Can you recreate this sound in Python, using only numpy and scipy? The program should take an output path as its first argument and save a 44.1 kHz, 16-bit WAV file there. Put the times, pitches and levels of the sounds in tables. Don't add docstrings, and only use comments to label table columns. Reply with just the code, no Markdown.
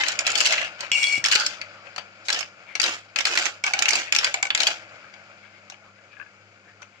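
import sys
import numpy as np
from scipy import signal
from scipy.fft import rfft, irfft, next_fast_len
from scipy.io import wavfile
from scipy.ndimage import uniform_filter1d, map_coordinates

SR = 44100
rng = np.random.default_rng(int(sys.argv[2]) if len(sys.argv) > 2 else 0)


def to_wav(s):
    ch = np.atleast_2d(s).T
    pcm = np.round(np.clip(ch, -1, 1) * 32767)
    wavfile.write(sys.argv[1], SR, pcm.astype(np.int16))


N = 308700

# (f/Hz, level/dB)
PLASTIC = [(100, -26), (300, -22), (650, -2.5), (1000, -4), (1500, -4), (2400, 2.5), (3700, -1.5),
           (4700, 3.5), (7300, 1.5), (8300, -10), (10500, -20.5), (16000, -30.5)]
# (f/Hz, left over right/dB)
TOWER_SIDE = [(100, 3.5), (700, -7), (1300, -6), (2400, 3), (4400, 0.5), (8000, -5.5)]

TOP_HZ = 16300
TIME = np.arange(N) / SR
AFTER = np.arange(SR // 7) / SR


def amp(db):
    return 10 ** (np.asarray(db) / 20)


def unit(x):
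    return x / np.sqrt(np.mean(x ** 2) + 1e-20)


def unit_blow(x, count=400):
    return x / np.sqrt(np.mean(x[..., :count] ** 2) + 1e-20)


def along(points, hz):
    f, value = np.transpose(points)
    return np.interp(np.log(hz + 1), np.log(f + 1), value)


def level(rows):
    s, *columns = np.transpose(rows)
    return np.array([amp(np.interp(TIME, s, db)) for db in columns])


def wobble(rate):
    knots = rng.standard_normal(int(N * rate / SR) + 4)
    return map_coordinates(knots, [TIME * rate])


def sides(db):
    pair = amp(np.array([[.5], [-.5]]) * db)
    return pair / np.sqrt(np.mean(pair ** 2, axis=0))


def filtered(x, response):
    n = x.shape[-1]
    m = next_fast_len(n + 2048)
    return irfft(rfft(x, m) * response(np.fft.rfftfreq(m, 1 / SR)), m)[..., :n]


def coloured(pair, colour, side):
    # (f/Hz, likeness of the two microphones from 0 to 1)
    alike = [(100, 0.98), (640, 1), (1400, 1), (3000, 0.31), (7000, 0.018)]
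    lag = .00018

    def spread(hz):
        turn = np.arccos(np.clip(along(alike, hz), -1, 1)) / 2
        return amp(colour(hz)) * [np.cos(turn), np.sin(turn)]

    def microphones(hz):
        delay = np.exp(np.pi * 1j * hz * lag * np.array([[-1], [1]]))
        return sides(along(side, hz)) * delay

    mid, diff = filtered(pair, spread)
    return unit(filtered(np.array([mid + diff, mid - diff]), microphones))


def ring(modes, attack):
    out = 0
    for hz, width, db in modes:
        phase = rng.uniform(0, 2 * np.pi) + rng.normal(0, 1.28, (2, 1))
        gain = amp(db + rng.normal(0, 0.24, (2, 1)))
        out = out + gain * np.sin(2 * np.pi * hz * AFTER + phase) * np.exp(-np.pi * width * AFTER)
    return unit_blow(out * (1 - np.exp(-AFTER / attack)))


def crack(colour, t60, tail_db, tail_t60, count=60):
    groups_db = 3.2 * rng.standard_normal(count)

    def spot(hz):
        return np.interp(hz, np.linspace(0, TOP_HZ, count), groups_db) * np.clip(hz / 2500, 0, 1)

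    noise = coloured(rng.standard_normal((2, len(AFTER))), lambda hz: colour(hz) + spot(hz), TOWER_SIDE)
    dull = [(3000, 11.0), (7000, -7.5), (10000, -16.0)]
    shiver = filtered(noise, lambda hz: amp(along(dull, hz)))
    sound = noise * amp(-60 * AFTER / t60) + shiver * amp(tail_db - 60 * AFTER / tail_t60)
    return unit_blow(sound * (1 - np.exp(-(AFTER / 0.001) ** 2)))


def snap(hz, upper_hz, upper_db):
    crest_s, half_length_s = 0.00139, 0.00057
    t = AFTER - crest_s
    lead = np.array([[.6], [-.6]])
    swing = np.cos(2 * np.pi * hz * t + lead) + amp(upper_db) * np.cos(2 * np.pi * upper_hz * t + lead)
    return swing / np.hypot(1, amp(upper_db)) * np.exp(-(t / half_length_s) ** 2)


def add(track, s, sound):
    start = max(round(s * SR), 0)
    track[:, start:start + sound.shape[1]] += sound[:, :N - start]


def chatter(rate, spread_db, t60):
    strength = amp(spread_db * np.clip(rng.standard_normal(N), -2, 2))
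    contacts = (rng.random(N) < rate / SR) * strength
    power = signal.fftconvolve(contacts ** 2, amp(-120 * AFTER / t60))[:N]
    return unit(np.sqrt(np.abs(power)) * rng.standard_normal((2, N)))


def resonances(modes, hz):
    total = 0
    for k, (centre, width, db) in enumerate(modes):
        damping = 1j * hz * width
        total = total + (-1) ** k * amp(db) * damping / (centre * centre - hz * hz + damping)
    return total


def stay(start, length, attack, fade_db_per_s):
    since = TIME - start
    return np.clip(since / attack, 0, 1) * amp(-np.clip(fade_db_per_s * (since - length), 0, 200))


def wall_ring(hz, width_hz, waver, size):
    stir = rng.standard_normal((3, size)) + 1j * rng.standard_normal((3, size))
    stir = signal.lfilter(*signal.butter(2, width_hz / SR), stir[:2] + 1.44 * stir[2])
    pitch = hz * (1 + waver * wobble(12)[:size])
    return unit(np.real(stir * np.exp(2j * np.pi * np.cumsum(pitch) / SR)))


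def background():
    # (f/Hz, level/dB)
    air_colour = [(25, -22), (65, -30), (100, -1.5), (140, -5.5), (300, -6.5), (700, -5.5), (2000, -34),
                  (7000, -16.5), (9000, -42.5), (16000, -54)]
    # (f/Hz, level/dB)
    hum_tones = [(100.4, -68), (200.1, -73)]
    air = coloured(rng.standard_normal((2, N)), lambda hz: along(air_colour, hz), [(100, 3.1), (2000, 1)])
    hum = 0
    for hz, db in hum_tones:
        loudness = amp(db + 3 * wobble(9)) * np.sqrt(2)
        hum = hum + loudness * np.sin(2 * np.pi * hz * TIME + .5 * wobble(9))
    return amp(-63.0) * air + amp(3.0) * sides(4.9) * hum


def room(x, count=4):
    # (f/Hz, t60/s)
    decay = [(200, 1), (1500, 0.072), (6000, 0.24), (12000, 0.09)]
    out = np.zeros((2, N))
    turn = (np.arange(N) // 2048) % count
    for k in range(count):
        hz, t, z = signal.stft(rng.standard_normal((2, SR // 2)), SR, nperseg=256)
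        fade = amp(-60 * t / along(decay, hz)[:, None])
        tail = signal.istft(z * fade, SR, nperseg=256)[1]
        tail *= 1 - np.exp(-(np.arange(tail.shape[1]) / SR / 0.0028) ** 2)
        share = uniform_filter1d(1.0 * (turn == k), size=128)
        out += signal.fftconvolve(x * share, tail / np.linalg.norm(tail[0]), axes=1)[:, :N]
    return out


def thumps():
    # (t/s, level/dB, f/Hz)
    landings = [(1.1784, -39.5, 285), (1.186, -44, 129), (1.357, -35.5, 420), (3.379, -56, 163),
                (4.198, -48, 526)]
    out = np.zeros((2, N))
    for s, db, hz in landings:
        shove = np.sin(2 * np.pi * hz * AFTER) * np.exp(-.9 * hz * AFTER)
        add(out, s, amp(db) * sides(3.5) * unit_blow(shove))
    return out


def funnels():
    # (f/Hz, level/dB)
    roll_colour = [(59, -40), (100, -7), (126, -14), (189, -8), (234, -33), (328, -2.5), (365, -22),
                   (558, 1), (991, -9), (1420, 1.5), (1910, -6.5), (2270, 1.5), (3780, -22), (7140, -19),
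                   (16000, -126.5)]
    # (f/Hz, left over right/dB)
    balance = [(100, 4.6), (700, 0.69), (1300, 1.1), (2400, 13.8), (4400, 4.9), (8000, 1)]
    # (t/s, level/dB)
    strength = [(0, -39.5), (1.7, -43.5), (2.1, -47), (3.1, -50), (4.85, -45), (5.3, -48.5), (5.8, -52.5),
                (7, -54)]
    # (t/s, ring of the wall there f/Hz, ring before strength/dB)
    passes = [(1.769, 1370, -7), (1.92, 1980, -20), (2.709, 2150, 4.5), (5.06, 1384, -6), (5.32, 2230, -14),
              (5.459, 2226, -1), (5.56, 2134, -5), (5.872, 1256, -2.5), (5.989, 2024, -8),
              (6.139, 2406, -0.5), (6.21, 1593, -0.5), (6.692, 1700, -0.5), (6.827, 1425, -1),
              (6.96, 2270, -2.5)]
    # (t/s, level/dB)
    bumps = [(1.858, -53), (5.042, -44), (5.328, -51), (5.452, -50), (5.988, -54), (6.13, -48),
             (6.168, -43.5), (6.199, -35), (6.213, -36.5), (6.225, -40.5), (6.263, -46)]
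    # (f/Hz, width/Hz, level/dB)
    shell = [(1185, 160, 4.5), (1500, 94, 2), (1650, 44, 3), (2150, 220, 3), (2520, 300, 16)]
    pass_s = 0.04
    pitch_waver = .02
    bump_scatter = 0.03

    roll = coloured(chatter(rate=2500, spread_db=.5, t60=0.06), lambda hz: along(roll_colour, hz), balance)
    grit = chatter(rate=400, spread_db=3, t60=.1)
    bright = [(1000, -1.5), (5000, 29.5), (9000, -48.0)]
    ticks = coloured(grit, lambda hz: along(roll_colour, hz) + along(bright, hz), balance)
    drone = sides(3.9) * wall_ring(1415, width_hz=175, waver=.06, size=N)
    unevenness = amp(1.4 * wobble(16))
    out = unevenness * amp(-2.5) * roll + amp(-11) * drone + amp(-8.0) * ticks
    for s, ring_hz, ring_db in passes:
        near = np.exp(-((TIME - s) / pass_s) ** 2)
        on = near > .001
        narrow = wall_ring(ring_hz, 240, pitch_waver, size=on.sum())
        broad = wall_ring(ring_hz, 2000, pitch_waver, size=on.sum())
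        wall = narrow + amp(-3.5) * broad
        out[:, on] += amp(ring_db) * near[on] * sides(along(balance, ring_hz)) * wall
    out *= level(strength)
    for s, db in bumps:
        spot = []
        for hz, width, mode_db in shell:
            spot.append((hz * (1 + bump_scatter * rng.standard_normal()), width, mode_db))
        add(out, s, amp(db) * sides(21) * ring(spot, attack=0.0047))
    return out


def tubes():
    # (f/Hz, level/dB)
    tube_colour = [(60, -25.5), (100, -22), (200, -21), (320, -12.5), (420, -12.5), (650, -2.5),
                   (1050, -6.5), (1450, 3), (1900, 1), (2600, 4.5), (3700, -4), (4600, -4), (7200, -8),
                   (8500, -25.5), (14000, -39.5), (16000, -44)]
    # (t/s, length/s, level/dB, brightness/dB, hollow boom f/Hz, boom/dB,
    #        wall ring f/Hz, ring/dB, left over right/dB)
    runs = [(-0.04, 0.033, -19, 0, 710, -52, 2690, -20, 3),
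            (0.041, 0.088, -30, 0, 600, -31, 2600, -25, 5.5),
            (0.169, 0.055, -36.5, -20, 705, -8, 2330, -16, 5),
            (0.242, 0.091, -28, -1, 650, -30, 2650, -10.5, 3.5),
            (0.349, 0.18, -27.5, 8.5, 653, -24, 2824, -7.5, -0.5),
            (0.487, 0.16, -29.5, -4.5, 653, -17, 2640, -8, 5.5),
            (0.782, 0.069, -34, -5.5, 1040, -10, 2176, -29, 9.5),
            (1.255, 0.096, -33, 9, 1150, -7, 2880, -5, 2),
            (1.317, 0.15, -35.5, 4, 1140, -18, 4650, 0.5, 11),
            (1.331, 0.093, -33.5, 7, 1320, -21, 1505, 4, -10),
            (1.492, 0.053, -40, -1, 600, -32, 1500, -12, 12),
            (2.238, 0.03, -43, 18, 596, -14, 2250, -20, 7),
            (2.301, 0.082, -30.5, 2, 318, -19.5, 5160, -13, 1.5),
            (2.805, 0.11, -26, 1.5, 340, -20.5, 3150, -14.5, 0),
            (3.169, 0.027, -28, 0, 550, -15, 2280, -5, 1),
            (3.248, 0.22, -26, 2, 360, -25, 1468, -10.5, -1.5),
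            (3.647, 0.03, -26, -0.5, 826, -20, 2280, -23.5, -0.5),
            (3.723, 0.16, -32, -11, 850, -12, 2255, -14.5, 0.5),
            (3.895, 0.11, -26.5, 3.5, 350, -27, 2270, -8, 0.5),
            (4.056, 0.031, -39.5, -13, 704, -14, 2470, -1, 11),
            (4.189, 0.087, -28, 1, 540, -19.5, 1480, -11.5, 2),
            (4.349, 0.032, -40, -8, 708, -3, 2280, 0, 7),
            (4.574, 0.15, -28, 0.5, 676, -11.5, 2180, -24, 4.5)]
    attack_s, fade_db_per_s = 0.025, 238.5
    boom_q = 3.6

    grains = chatter(rate=950, spread_db=2.8, t60=.02)
    z = signal.stft(grains, nperseg=1024)[2]
    patches = uniform_filter1d(rng.standard_normal(z.shape[1:]), 3, 0)
    patches = uniform_filter1d(patches, 8, 1)
    grains = signal.istft(z * amp(3.2 * unit(patches)), nperseg=1024)[1][:, :N]
    rattle = coloured(grains, lambda hz: along(tube_colour, hz), TOWER_SIDE)
    treble = filtered(rattle, lambda hz: 1 / (1 + (3300 / (hz + 1)) ** 6))
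    bass = filtered(rattle, lambda hz: 1 / (1 + (hz / 1200) ** 6))
    out = np.zeros((2, N))
    for s, length, db, bright_db, boom_hz, boom_db, ring_hz, ring_db, pan_db in runs:
        inside = stay(s, length, attack_s, fade_db_per_s)
        on = inside > .001
        boom = unit(signal.lfilter(*signal.iirpeak(boom_hz, boom_q, SR), bass[:, on]))
        tube = unit(rattle[:, on] + (amp(bright_db) - 1) * treble[:, on]) + amp(boom_db) * boom
        wall = amp(ring_db) * wall_ring(ring_hz, width_hz=260, waver=.02, size=on.sum())
        out[:, on] += amp(db) * sides(pan_db) * inside[on] * (tube + wall)
    return out


def rail():
    # (f/Hz, width/Hz, level/dB, swell/dB, swell t/s, half length of the swell/s)
    rail_modes = [(2270, 62, -27.5, 6, 1.18, 0.1), (2410, 97, -38.5, 11, 0.96, .05),
                  (2770, 42, -34.5, 14, 0.963, 0.026), (2900, 160, -42.5, 21.5, 0.892, 0.075),
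                  (3340, 30, -44.5, 5, 1.2, 0.03), (4400, 68, -44, 4, 0.96, 0.063),
                  (5520, 38, -43, 12, 0.9, 0.045), (7530, 70, -50.5, 8, .94, 0.07),
                  (8340, 210, -52, 13, 1.04, 0.067)]
    # (t/s, level/dB, mode that rings most f/Hz, its width/Hz, snap/dB)
    jolts = [(0.9162, -23, 2740, 30, 15), (.917, -30, 3340, 18, -10), (0.918, -30.5, 7530, 70, -8.5),
             (0.918, -36, 5520, 22, -8), (1.03, -23, 5525, 26, -4), (1.033, -32, 3340, 36, -10),
             (1.04, -21, 3340, 12, 4), (1.0695, -27.5, 4390, 40, -3), (1.126, -32, 4412, 27, -4.5)]
    start_s, length_s = .915, 0.26
    attack_s, fade_db_per_s = 0.0042, 488.5
    shimmer_db, scrape_db = -30.5, -34.5
    stir_db = -2
    flutter_db, flutter_per_s = 2.6, 130

    riding = stay(start_s, length_s, attack_s, fade_db_per_s)
    on = riding > .001
    t = TIME[on]
    modes = [(hz, width, db) for hz, width, db, *_ in rail_modes]
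    bouncing = chatter(rate=850, spread_db=5.0, t60=0.012)
    shimmer = unit(filtered(bouncing, lambda hz: resonances(modes, hz)))
    scrape = chatter(rate=900, spread_db=2.5, t60=0.022)
    scrape = coloured(scrape, lambda hz: along(PLASTIC, hz), TOWER_SIDE)
    out = amp(shimmer_db) * shimmer + amp(scrape_db) * scrape * stay(start_s, 0.28, attack_s, 130)
    for hz, width, db, swell_db, swell_at, swell_s in rail_modes:
        stirred = wall_ring(hz, 2 * width, 0.0017, size=len(t))
        steady = np.sqrt(2) * np.sin(2 * np.pi * hz * t + rng.normal(0, 0.99, (2, 1)))
        flutter = amp(flutter_db * wobble(flutter_per_s)[on])
        belly = np.exp(-((t - swell_at) / swell_s) ** 2)
        singing = unit(flutter * (steady + amp(stir_db) * stirred))
        out[:, on] += sides(8.0) * amp(db + swell_db * belly) * singing
    out *= riding
    tick_tilt = [(900, -21.0), (2200, 8.0)]
    for s, db, main_hz, width, snap_db in jolts:
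        main = unit_blow(np.sin(2 * np.pi * main_hz * AFTER) * np.exp(-np.pi * width * AFTER))
        tone = main + amp(0.5) * ring(modes, attack=0.00032)
        tick = crack(lambda hz: along(PLASTIC, hz) + along(tick_tilt, hz),
                     t60=0.011, tail_db=-42.0, tail_t60=0.14)
        swing = snap(main_hz, rail_modes[4][0], upper_db=-7.5)
        add(out, s, amp(db) * (tone + amp(-4.5) * tick + amp(snap_db) * swing))
    return out


def flap():
    # (t/s, level/dB, brightness/dB, high mode f/Hz, top mode f/Hz)
    strikes = [(3.6382, -18.5, 3, 5300, 5830), (3.6644, -23.5, 14, 5600, 6170),
               (3.7356, -17.5, 10, 5450, 6260), (4.341, -19, 17, 4650, 7170), (4.361, -37, -9, 5000, 7130),
               (4.4271, -18, 16, 4950, 7150), (4.452, -26, -12, 5000, 7060), (4.4679, -30, -7, 5030, 7130)]
    # (f/Hz, width/Hz, level/dB)
    flap_modes = [(794, 37, -13.5), (1510, 39, -5.5), (2268, 109, 14), (2190, 160, 4), (3030, 200, -3.5),
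                  (7530, 186, 5)]
    balance = [(2300, 4.5), (7000, -7.0)]
    out = np.zeros((2, N))
    for s, db, bright_db, high_hz, top_hz in strikes:
        modes = flap_modes + [(high_hz, 260, bright_db - 5), (top_hz, 280, bright_db + 5.0)]
        tone = filtered(ring(modes, attack=0.0082), lambda hz: sides(along(balance, hz)))
        burst = crack(lambda hz: along(PLASTIC, hz), t60=.026, tail_db=-17, tail_t60=.12)
        add(out, s, amp(db) * (tone + amp(-4.5) * burst))
    return out


def clacks():
    # (t/s, level/dB, brightness/dB, lower ring f/Hz, upper ring f/Hz,
    #        upper over lower/dB, left over right/dB)
    hits = [(0.035, -20, -8, 2600, 3800, -6, 10), (0.0641, -25.5, -8, 1910, 4130, -3, 7),
            (0.0833, -19.5, 5, 3370, 7260, 7, -14.5), (0.094, -29.5, -15, 1460, 5350, -1, 2.5),
            (0.1193, -30.5, 1, 2460, 7000, 7, 5), (0.1896, -17.5, 4, 2440, 7120, -1, 0.5),
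            (0.2063, -29.0, -3, 2310, 7140, 11, 5), (0.266, -17.5, 8.5, 2640, 3930, -6.5, 2.5),
            (0.2754, -18.5, -8, 1810, 6880, 14, -20), (0.3025, -24.5, 0, 2200, 7070, -3, 3),
            (0.317, -24.5, 0, 2000, 7140, 14, -5), (0.354, -17, 1.5, 3440, 4460, 0, 9),
            (0.376, -23, 8, 1830, 4660, 9, -12), (0.383, -23.5, 16, 1510, 4580, 13, -9),
            (0.404, -14, 3.5, 2850, 7060, -4, 12), (0.4109, -17.5, -6, 2640, 7380, -2, 1),
            (0.4485, -25, -10, 3230, 6000, 2, 11), (0.4548, -17.5, 3, 3030, 4430, 17, -9),
            (0.461, -17, 4, 3040, 3970, -9, 3), (0.47, -18.5, 3, 2150, 5630, -4, -1),
            (0.5234, -18.5, 6, 2050, 4370, 0, 16), (0.5333, -20, -16, 2050, 6000, -5, -18),
            (0.5402, -27, -13, 1740, 4100, -2, -10), (0.5806, -19.5, -20, 2040, 4110, -7, 1),
            (0.6143, -25, -13, 1970, 4160, -15, -5), (0.64, -32, -13, 2390, 4090, -8, 14),
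            (0.8062, -28.5, 7.5, 2640, 4320, 13, -1), (1.2404, -18, 5.5, 1860, 5520, -2, 4),
            (1.249, -17, -5, 3340, 4500, -5, 3), (1.2591, -17.5, 1, 2100, 5380, 5, 0),
            (1.2685, -26, 5, 1630, 6070, -8, -3), (1.284, -22.5, 3, 1780, 4640, -11, -7),
            (1.3137, -15.5, 2, 2600, 4200, 17, 7), (1.3228, -15.5, -6, 2830, 4900, -12, -1.0),
            (1.331, -19.5, 0, 2870, 3960, -14, 1.0), (1.342, -23, 10, 3120, 4770, 25, -6),
            (1.352, -16.5, 13.5, 3190, 4490, 16, -6), (1.356, -14.5, -3.5, 2810, 4570, 0, 11.5),
            (1.3698, -33, 3, 1350, 4660, -6, -3), (1.3978, -22, 2.5, 3300, 4570, 19, -4),
            (1.408, -25.5, -1, 1660, 4750, 11, 10), (1.4629, -18, 10, 3560, 5270, 24, 1.5),
            (1.614, -27.5, -8, 2520, 4560, 23, 5.5), (1.869, -39.5, -25, 2440, 4320, -15, 21),
            (1.9613, -32.5, -3, 1600, 4320, 2, 5), (1.9805, -25, -9, 1280, 4570, 5, 11.5),
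            (2.2838, -22, 1.5, 2200, 4050, 6, 3), (2.2918, -23, -7, 2160, 3820, 1, -2),
            (2.3019, -19.0, 0, 1650, 4130, 1, 4), (2.327, -19.5, 6.5, 3400, 4700, 5, 2),
            (2.3448, -25, 0, 1370, 5040, 22, 2.5), (2.3894, -25, 6, 3140, 6450, 1, -11),
            (2.4068, -23.5, -3, 3230, 5310, 17, -10), (2.427, -31, -13, 2200, 4800, 6, 9),
            (2.7524, -22, -3.5, 2270, 5700, -5.5, 7), (2.7985, -16, 0.5, 2600, 4700, 7, 8.5),
            (2.816, -20, 14, 2260, 4650, 11, -16), (2.8302, -19.5, 9, 3130, 6360, -31, 14),
            (2.839, -17.5, 3, 3150, 3970, 8, 7), (2.861, -23, 1, 2270, 3830, -1, 7),
            (3.1595, -19.0, -5, 2490, 3740, -15, 9), (3.1862, -19, -2, 2564, 5100, -9, 2.5),
            (3.206, -22.0, -1, 2110, 3660, 2, -10), (3.2527, -15.5, -0.5, 2450, 4400, 2, 4.5),
            (3.2696, -21.5, -2, 1610, 7300, -2, 1), (3.353, -24.5, -1, 1750, 4950, -10, -14.0),
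            (3.374, -15.5, -2.5, 2355, 4330, -1, 1.0), (3.3859, -24.5, 8, 2130, 4680, -1, -26),
            (3.423, -26, 4, 2330, 3800, -12, 6), (3.455, -20, 0, 2240, 6500, -13, -15),
            (3.4645, -23.0, -8.0, 1890, 5740, -8, 1), (3.7899, -18.5, 11.5, 2980, 4420, -12, 5.0),
            (3.822, -15, -3.0, 2320, 6710, -3, -6), (3.856, -17, -6, 2650, 4120, -13, -3),
            (3.8603, -28, -29, 2260, 3950, -15, 9), (3.8832, -16, 3, 2230, 6210, -5, 19),
            (3.8882, -17, 12, 2450, 6040, 1, -1), (3.906, -18.5, 11.5, 2210, 4060, -11, -10),
            (3.932, -18.5, 6, 2220, 4820, 14, 5), (3.954, -18.0, 9, 2600, 4730, -19, -1),
            (4.1233, -14, -3.5, 2490, 6800, -4, 0), (4.149, -16.5, -1, 3400, 5500, 4, 18),
            (4.162, -15, 1, 2540, 6130, -5, -4), (4.1857, -15.5, -3, 2660, 5420, 18, 2.5),
            (4.244, -15, -1.5, 3430, 4770, 19, -0.5), (4.267, -24, -8.5, 2180, 4840, -5, 12),
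            (4.5035, -17, -15, 3470, 4460, -7, -1), (4.5486, -15.5, -4.5, 3360, 7050, -1, 3.5),
            (4.5752, -23.5, -3, 2160, 4120, 7, -1), (4.603, -15.5, 0.5, 3720, 4080, -1, 11),
            (4.618, -24.0, 1, 2230, 5590, -8, 0), (4.632, -19.0, 7, 2860, 4630, -9, 3),
            (4.6687, -14.5, -1, 3330, 4660, -3, 6), (4.6734, -18, -3.5, 3320, 4550, 29, -9),
            (5.138, -42.5, -8, 2230, 4690, -4, 10), (5.699, -36.5, 0, 1480, 5460, 2, 5.5),
            (5.721, -39.5, -14.5, 2530, 6200, -13, 7), (5.742, -46.0, -15.5, 2280, 4540, -17, 8),
            (6.819, -41, -4, 1400, 6000, 2, 8), (6.828, -44, -7, 2560, 5900, 0, 18)]
    # (from t/s, hollow knock/dB)
    parts = [(0, -8), (0.33, -8), (0.48, -13), (1.1, -11), (1.3, -30), (1.75, 5), (2.15, -3.5),
             (3.05, -5.5), (3.6, -21), (3.92, 5.5), (4.05, -13.5), (4.22, -8), (4.58, -8), (4.9, 2.5)]
    # (f/Hz, width/Hz, level/dB)
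    tower_modes = [(112, 6.4, -23), (309.6, 17.5, -7.5), (595, 12, -12.5), (840, 7.8, -6), (1342, 43, 14),
                   (1510, 44, 14.5), (1660, 16.4, 5.5)]
    hard_blow_db, hard_treble = -18, 1

    out = np.zeros((2, N))
    for s, db, bright_db, lower_hz, upper_hz, upper_db, pan_db in hits:
        _, knock_db = parts[sum(s >= later[0] for later in parts[1:])]
        hardness_db = hard_treble * max(db - hard_blow_db, 0)
        tilt = [(800, knock_db), (1500, 0), (2900, 0),
                (4300, bright_db), (8000, bright_db), (11000, bright_db + hardness_db)]
        burst = crack(lambda hz: along(PLASTIC, hz) + along(tilt, hz), t60=.026, tail_db=-18.5, tail_t60=.14)
        modes = [(lower_hz, 200, 0), (lower_hz * 1.02, 50, -16),
                 (upper_hz, 220, upper_db), (upper_hz * 1.012, 50, upper_db - 15)]
        spot = ring(modes, attack=0.0021)
        tower = ring(tower_modes, attack=0.0084)[0] * sides(-1.3)
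        swing = snap(lower_hz, upper_hz, upper_db)
        blow = unit_blow(burst + amp(-2.5) * spot + amp(4.5) * swing)
        add(out, s, amp(db) * (sides(pan_db) * blow + amp(-21.5) * tower))
    return out


def scene():
    blows = clacks() + flap() + rail() + thumps()
    return blows + amp(-14.5) * room(blows) + tubes() + funnels() + background()


def record(dry):
    soft = dry / (1 + np.abs(dry / .9) ** 6) ** (1 / 6)
    return filtered(soft, lambda hz: (hz < TOP_HZ) * hz / np.hypot(hz, 55))


dry = scene()
out = record(dry)
to_wav(out)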